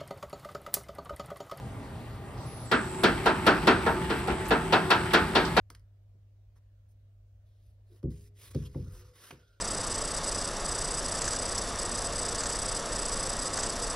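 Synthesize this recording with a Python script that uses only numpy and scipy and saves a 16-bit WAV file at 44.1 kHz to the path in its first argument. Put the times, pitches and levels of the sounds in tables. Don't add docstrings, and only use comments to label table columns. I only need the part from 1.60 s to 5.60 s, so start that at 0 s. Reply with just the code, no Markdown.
import sys
import numpy as np
from scipy import signal
from scipy.io import wavfile

SR = 44100
rng = np.random.default_rng(int(sys.argv[2]) if len(sys.argv) > 2 else 0)


def transcribe(signal):
    frames = np.atleast_2d(signal).T
    limited = np.clip(frames, -1, 1)
    pcm = np.round(limited * 32767).astype(np.int16)
    wavfile.write(sys.argv[1], SR, pcm)


N = 176400
TIME = np.arange(N) / SR
EDGES_HZ = np.geomspace(22, 15500, 39)
CENTRES_HZ = np.sqrt(EDGES_HZ[1:] * EDGES_HZ[:-1])

# f/Hz, likeness/0-1, left minus right/dB, phase lead of left/rad
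PORTS = [(60, .993, 0, 0), (130, .975, .2, .1), (250, .95, 0, .2), (700, .86, 1.3, .2), (1050, .7, -2, .5),
         (1400, .66, -2.5, .5), (2000, .64, 1, .75), (3000, .72, 5, 1), (4700, .66, 4.5, .8),
         (6300, .5, 3.5, -1.3), (8000, .8, 1, -2.7), (10000, .7, 0, -4.6), (12000, .8, 0, -5.6)]
# t/s, level/dB, then against that level thud/dB, clang/dB, crack/dB, tick/dB
KNOCKS = [(1.115, -6, 7.5, 8, 2.5, -1.5), (1.435, -3.5, 7, 6, 5.0, 4), (1.659, 1, -2, 0.0, -4, -6),
          (1.866, 1, 2.5, 4, -0.5, 0.5), (2.072, 3, 2, 1.5, -1.5, -4.5), (2.264, -2, 0.5, -1.5, -12, -11),
          (2.501, -11, 5, 4, 1, -6), (2.676, -6.5, 1, -5.5, -11, -5.5), (2.908, 1.5, -3.5, -1.5, -6, -21),
          (3.125, 3.5, -3.5, -2, -2.5, -11.5), (3.304, 1, -6.5, 2, 1.5, -2), (3.535, -1, 2.5, 6.5, 3, 4),
          (3.752, 0.0, 1, 0, 3.5, -6), (3.967, 2.0, -0.5, -0.5, -1.5, -4.5)]
# f/Hz, relative level/dB, t60/s
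FRAME = [(165, -12, .45), (194, -8, .22), (292, -9, .25), (341, -6, .25), (377, -6, .35), (452, -1, .22),
         (528, -3, .22), (641, 0, .22), (718, -4, .16), (790, -5, .16), (875, -7, .3), (922, -1, .25),
         (974, -1, .22), (1038, -4, .22), (1302, -2, .21), (1377, -2, .22), (1444, -4, .19),
         (1640, -7, .14), (1695, -5, .16), (1836, -13, .25), (2406, -16, .2), (2643, -9, .22),
         (3400, -16, .18), (4450, -17, .18)]
# t/s, level/dB
RUNNING = [(0, -92), (1.08, -70), (1.2, -40.5), (1.5, -35.5), (2.0, -33.5), (2.45, -34), (2.62, -34),
           (2.85, -35), (3.1, -33.5), (3.4, -32.5), (4, -32.5)]


def from_db(db):
    return 10 ** (np.asarray(db) / 20)


def rms_one(x):
    return x / np.sqrt(np.mean(x ** 2) + 1e-20)


def energy_one(x):
    return rms_one(x) * np.sqrt(SR / x.shape[-1])


def at_hz(table, hz):
    points_hz, *columns = np.transpose(table)
    return [np.interp(np.log(hz), np.log(points_hz), column) for column in columns]


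def drift(rate_hz):
    pole = np.exp(-200 * np.pi * rate_hz / SR)
    white = rng.standard_normal(N // 100 + 1002)
    slow = signal.lfilter([1], [1, -2 * pole, pole ** 2], white)[1000:]
    return np.interp(np.arange(N) / 100, np.arange(len(slow)), rms_one(slow))


def swell(t, rise_s, t60_s):
    return (1 - np.exp(-t / rise_s)) * np.exp(-np.log(1000) * t / t60_s)


def gate(start_s, end_s):
    return np.clip(np.minimum(TIME - start_s, end_s - TIME) / 0.0074, 0, 1)


def add(out, start_s, sound):
    i = int(start_s * SR)
    out[..., i:i + sound.shape[-1]] += sound[..., :max(N - i, 0)]


def band_noise(size):
    white = rng.standard_normal((2, 2, size + SR // 4))
    for k, hz in enumerate(CENTRES_HZ):
        sos = signal.butter(2, EDGES_HZ[k:k + 2], "band", fs=SR, output="sos")
        common, other = signal.sosfilt(sos, white[k % 2])[:, -size:]
        alike, pan_db, lead_rad = at_hz(PORTS, hz)
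        left = rms_one(common)
        quadrature = rms_one(np.gradient(left))
        delayed = np.cos(lead_rad) * left - np.sin(lead_rad) * quadrature
        right = alike * delayed + np.sqrt(1 - alike ** 2) * rms_one(other)
        yield np.array([left * from_db(pan_db / 2), right * from_db(-pan_db / 2)])


def band_gains(spectrum):
    gains = from_db(at_hz(spectrum, CENTRES_HZ)[0]) * np.sqrt(CENTRES_HZ)
    return gains / np.linalg.norm(gains)


def coloured(spectrum, flicker_db):
    out = np.zeros((2, N))
    for gain, band in zip(band_gains(spectrum), band_noise(size=N)):
        out += gain * from_db(flicker_db * drift(6.1)) * band
    return out


def hump(hz, octaves, size):
    edges_hz = [hz / 2 ** octaves, hz * 2 ** octaves]
    sos = signal.butter(2, edges_hz, "band", fs=SR, output="sos")
    return rms_one(signal.sosfilt(sos, rng.standard_normal((2, size))))


def tone(hz, db):
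    waver_db = 1.5
    lead_rad = at_hz(PORTS, np.mean(hz))[2]
    phase = 2 * np.pi * np.cumsum(hz * np.ones(N)) / SR - np.array([[0], [lead_rad]])
    return from_db(db + waver_db * drift(11)) * np.sqrt(2) * np.sin(phase)


def knock_gain(knock, hz):
    registers_hz = [330, 820, 1500, 3900, 11000]
    _, level_db, thud_db, clang_db, crack_db, tick_db = knock
    offsets_db = [thud_db, 0, clang_db, crack_db, tick_db]
    return from_db(level_db + np.interp(np.log(hz), np.log(registers_hz), offsets_db))


def far_machines():
    # f/Hz, density/dB per Hz (relative)
    floor_spectrum = [(24, -46), (40, -0.5), (119, 0), (160, -6.5), (410, -13), (566, -17.5), (781, -16),
                      (1000, -19.5), (1220, -24), (1310, -22.5), (4200, -36), (6900, -45.5), (8200, -26),
                      (9280, -46), (14900, -48)]
    # f/Hz, level/dB before the common 7 dB cut
    hum_lines = [(118.4, -40.5), (398.4, -53.5), (640.6, -52), (796.7, -50.5), (1200, -54), (1879, -59.5),
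                 (2051, -61.5)]
    floor_db, floor_flicker_db, hum_waver_db = -40, 2, 1.5
    out = from_db(floor_db) * coloured(floor_spectrum, floor_flicker_db)
    for hz, db in hum_lines:
        amplitude = from_db(db + hum_waver_db * drift(1.3) - 7)
        out += amplitude * np.sin(2 * np.pi * hz * TIME + 2.1 * drift(2.5))
    return out


def motor_drive():
    # start/s, end/s, first f/Hz, last f/Hz, level/dB rms
    switching_tones = [(0.8, 0.867, 7900, 8050, -56), (0.853, 1.07, 10780, 10700, -56),
                       (.88, 1.07, 10500, 10330, -62), (0.87, 1.07, 10550, 10900, -61),
                       (1.04, 1.48, 7900, 7200, -66), (1.048, 1.48, 7970, 7370, -59),
                       (1.376, 1.44, 10050, 10070, -56)]
    # f/Hz, level/dB rms
    whine_tones = [(7951, -50), (8049, -49.5), (7850, -59), (7079, -64), (7350, -64), (10072, -74)]
    hiss_start_s, hiss_db, hiss_hz, hiss_octaves = 0.77, -59, 4500, 0.39
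    run_up_s, run_up_db, run_up_hz, run_up_octaves = (1.05, 1.47), -55, 7750, 0.07
    whine_start_s = 1.12
    out = from_db(hiss_db) * hump(hiss_hz, hiss_octaves, size=N) * gate(hiss_start_s, np.inf)
    out += from_db(run_up_db) * hump(run_up_hz, run_up_octaves, size=N) * gate(*run_up_s)
    for start_s, end_s, first_hz, last_hz, db in switching_tones:
        glide_hz = np.interp(TIME, [start_s, end_s], [first_hz, last_hz])
        out += gate(start_s, end_s) * tone(glide_hz, db)
    whine = sum(tone(hz, db) for hz, db in whine_tones)
    return out + gate(whine_start_s, np.inf) * whine


def gearbox():
    # f/Hz, level/dB rms at the chain's loudest
    gear_tones = [(165, -43), (346, -44), (376, -39.5), (873, -45), (1256, -54)]
    waver_db, wander_rad = 2, 0.45
    follows = 0.87
    running_db = np.interp(TIME, *np.transpose(RUNNING))
    out = np.zeros(N)
    for hz, db in gear_tones:
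        gear = np.sin(2 * np.pi * hz * TIME + wander_rad * drift(2))
        out += from_db(db) * rms_one(from_db(waver_db * drift(7.7)) * gear)
    return from_db(follows * (running_db - running_db.max())) * out


def chain():
    # f/Hz, density/dB per Hz (relative)
    chain_spectrum = [(25, -20), (48, 7), (90, -0.5), (135, -0.5), (175, 4), (250, -10), (370, 0.5),
                      (480, -26), (900, -8), (1400, -13), (2000, -14), (2700, -18.5), (5000, -31),
                      (7000, -42), (8600, -55), (10300, -33), (12500, -37), (14800, -78)]
    flicker_db, rattle_db, links_per_s, link_t60_s = 2, -6, 59.5, 0.11
    drone_db, drone_slope_db_per_octave = -13.5, -0.5
    taps = (rng.random(N) < links_per_s / SR) * rng.random(N)
    link_pole = np.exp(-np.log(1000) / (link_t60_s * SR))
    rattle = rms_one(signal.lfilter([1], [1, -link_pole], taps + 1e-18))
    sliding = coloured(chain_spectrum, flicker_db) * rms_one(1 + from_db(rattle_db) * rattle)
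    drone = np.zeros(N)
    for hz, db, t60_s in FRAME:
        r, w = np.exp(-np.log(1000) / (t60_s * SR)), 2 * np.pi * hz / SR
        resonator = [1, -2 * r * np.cos(w), r * r]
        rubbed = signal.lfilter([np.sin(w)], resonator, rng.standard_normal(N))
        drone += from_db(db + drone_slope_db_per_octave * np.log2(hz)) * rubbed
    running = from_db(np.interp(TIME, *np.transpose(RUNNING)))
    return running * (sliding + from_db(drone_db) * rms_one(drone))


def clinks():
    # t/s, energy level/dB (0 dB = 1 s at rms 1), centre f/Hz
    link_taps = [(2.445, -68.5, 3000), (2.701, -54.5, 2170), (2.855, -67, 6000), (2.882, -60.5, 10500),
                 (3.506, -56, 2400), (3.849, -55, 3700)]
    t60_s, octaves = 0.14, 0.48
    out, t = np.zeros((2, N)), TIME[:SR // 4]
    for start_s, db, hz in link_taps:
        burst = hump(hz, octaves, size=len(t)) * swell(t, 0.001, t60_s)
        add(out, start_s, from_db(db) * energy_one(burst))
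    return out


def knock_edges():
    offset_s, rise_s, t60_s = -0.0012, 0.00023, 0.023
    tick = (-64, 11300, 0.14)
    scuff = (-51, 1150, 1.08)
    out, t = np.zeros((2, N)), TIME[:SR // 16]
    for knock in KNOCKS:
        for db, hz, octaves in (tick, scuff):
            burst = energy_one(hump(hz, octaves, size=len(t)) * swell(t, rise_s, t60_s))
            add(out, knock[0] + offset_s, from_db(db) * knock_gain(knock, hz) * burst)
    return out


def clacks():
    # f/Hz, relative level/dB, t60/s
    clack_modes = [(614, -1, 0.017), (838, -4.5, 0.024), (965, -2, 0.014), (1436, -15, 0.0084)]
    rise_s, clack_db, varies_db = 0.0021, -13.5, 2.5
    out, t = np.zeros((2, N)), TIME[:SR // 8]
    for knock in KNOCKS:
        for k, (hz, db, t60_s) in enumerate(clack_modes):
            lead_rad = at_hz(PORTS, hz)[2]
            phase = 2 * np.pi * hz * t - np.array([[0], [lead_rad]])
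            ring = np.sin(phase) * swell(t, rise_s, t60_s)
            level = from_db(clack_db + db + varies_db * rng.standard_normal())
            add(out, knock[0], (-1) ** k * knock_gain(knock, hz) * level * ring)
    return out


def frame_modes():
    frame_db, rise_s, varies_db, tilt_db_per_octave = -25, 0.0035, 2.5, 0.5
    out, t = np.zeros((2, N)), TIME[:SR * 2 // 3]
    for hz, db, t60_s in FRAME:
        _, pan_db, lead_rad = at_hz(PORTS, hz)
        phase = 2 * np.pi * (hz * t + rng.random()) - np.array([[0], [lead_rad]])
        pan = from_db([[pan_db / 2], [-pan_db / 2]])
        mode = np.sin(phase) * swell(t, rise_s, t60_s) * pan
        mode_db = frame_db + db + tilt_db_per_octave * np.log2(hz / FRAME[0][0])
        for knock in KNOCKS:
            level = from_db(mode_db + varies_db * rng.standard_normal())
            add(out, knock[0], knock_gain(knock, hz) * level * mode)
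    return out


def knocks():
    # f/Hz, density/dB per Hz (relative)
    knock_spectrum = [(70, -47), (130, -14.5), (200, -0.5), (380, 0.5), (570, -7.5), (700, 1), (980, -6),
                      (1160, -8.5), (1370, 1.5), (1680, -8), (2000, -11), (2700, -11), (4600, -14.5),
                      (6200, -34), (8600, -25.5), (11000, -39.5), (14500, -44)]
    # f/Hz, rise/s, t60/s
    ringing = [(150, 0.023, 0.38), (400, 0.0083, 0.3), (790, 0.001, 0.23), (1440, 0.0094, 0.31),
               (3460, 0.0053, 0.17), (6450, 0.001, 0.15), (10900, .0005, 0.078)]
    # f/Hz, energy against the knock/dB, t60/s
    hall = [(150, -4, 2.4), (383, -19, 4.4), (1000, -11.5, 0.47), (3000, -15.5, 0.69), (6500, -12, 1.6),
            (12000, -38, .5)]
    knock_db, hall_build_s = -33, 0.036
    same = 0.59
    out, size = np.zeros((2, N)), SR // 3
    bands = band_noise(size=N + 2 * SR)
    for hz, gain, band in zip(CENTRES_HZ, band_gains(knock_spectrum), bands):
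        shape = swell(TIME[:size], *at_hz(ringing, hz))
        hall_db, hall_t60_s = at_hz(hall, hz)
        tail = energy_one(swell(TIME[:SR], hall_build_s, hall_t60_s)) * from_db(hall_db)
        body = energy_one(band[:, -size:] * shape)
        hall_power = np.zeros(N)
        for knock in KNOCKS:
            strength = gain * knock_gain(knock, hz)
            i = int(knock[0] * SR) + SR
            fresh = energy_one(band[:, i:i + size] * shape)
            blow = energy_one(np.sqrt(same) * body + np.sqrt(1 - same) * fresh)
            add(out, knock[0], strength * blow)
            add(hall_power, knock[0], (strength * tail) ** 2)
        out += np.sqrt(hall_power) * band[:, :N]
    return from_db(knock_db) * out


def scene():
    background = far_machines() + motor_drive()
    running = gearbox() + chain() + clinks()
    blows = knock_edges() + clacks() + frame_modes() + knocks()
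    return background + running + blows


def record(dry):
    low_cut_hz, cutoff_hz = 53, 14800
    high_pass = signal.butter(2, low_cut_hz, "high", fs=SR, output="sos")
    low_pass = signal.ellip(10, 0.1, 80, cutoff_hz, fs=SR, output="sos")
    return signal.sosfilt(low_pass, signal.sosfilt(high_pass, dry))


dry = scene()
out = record(dry)
transcribe(out)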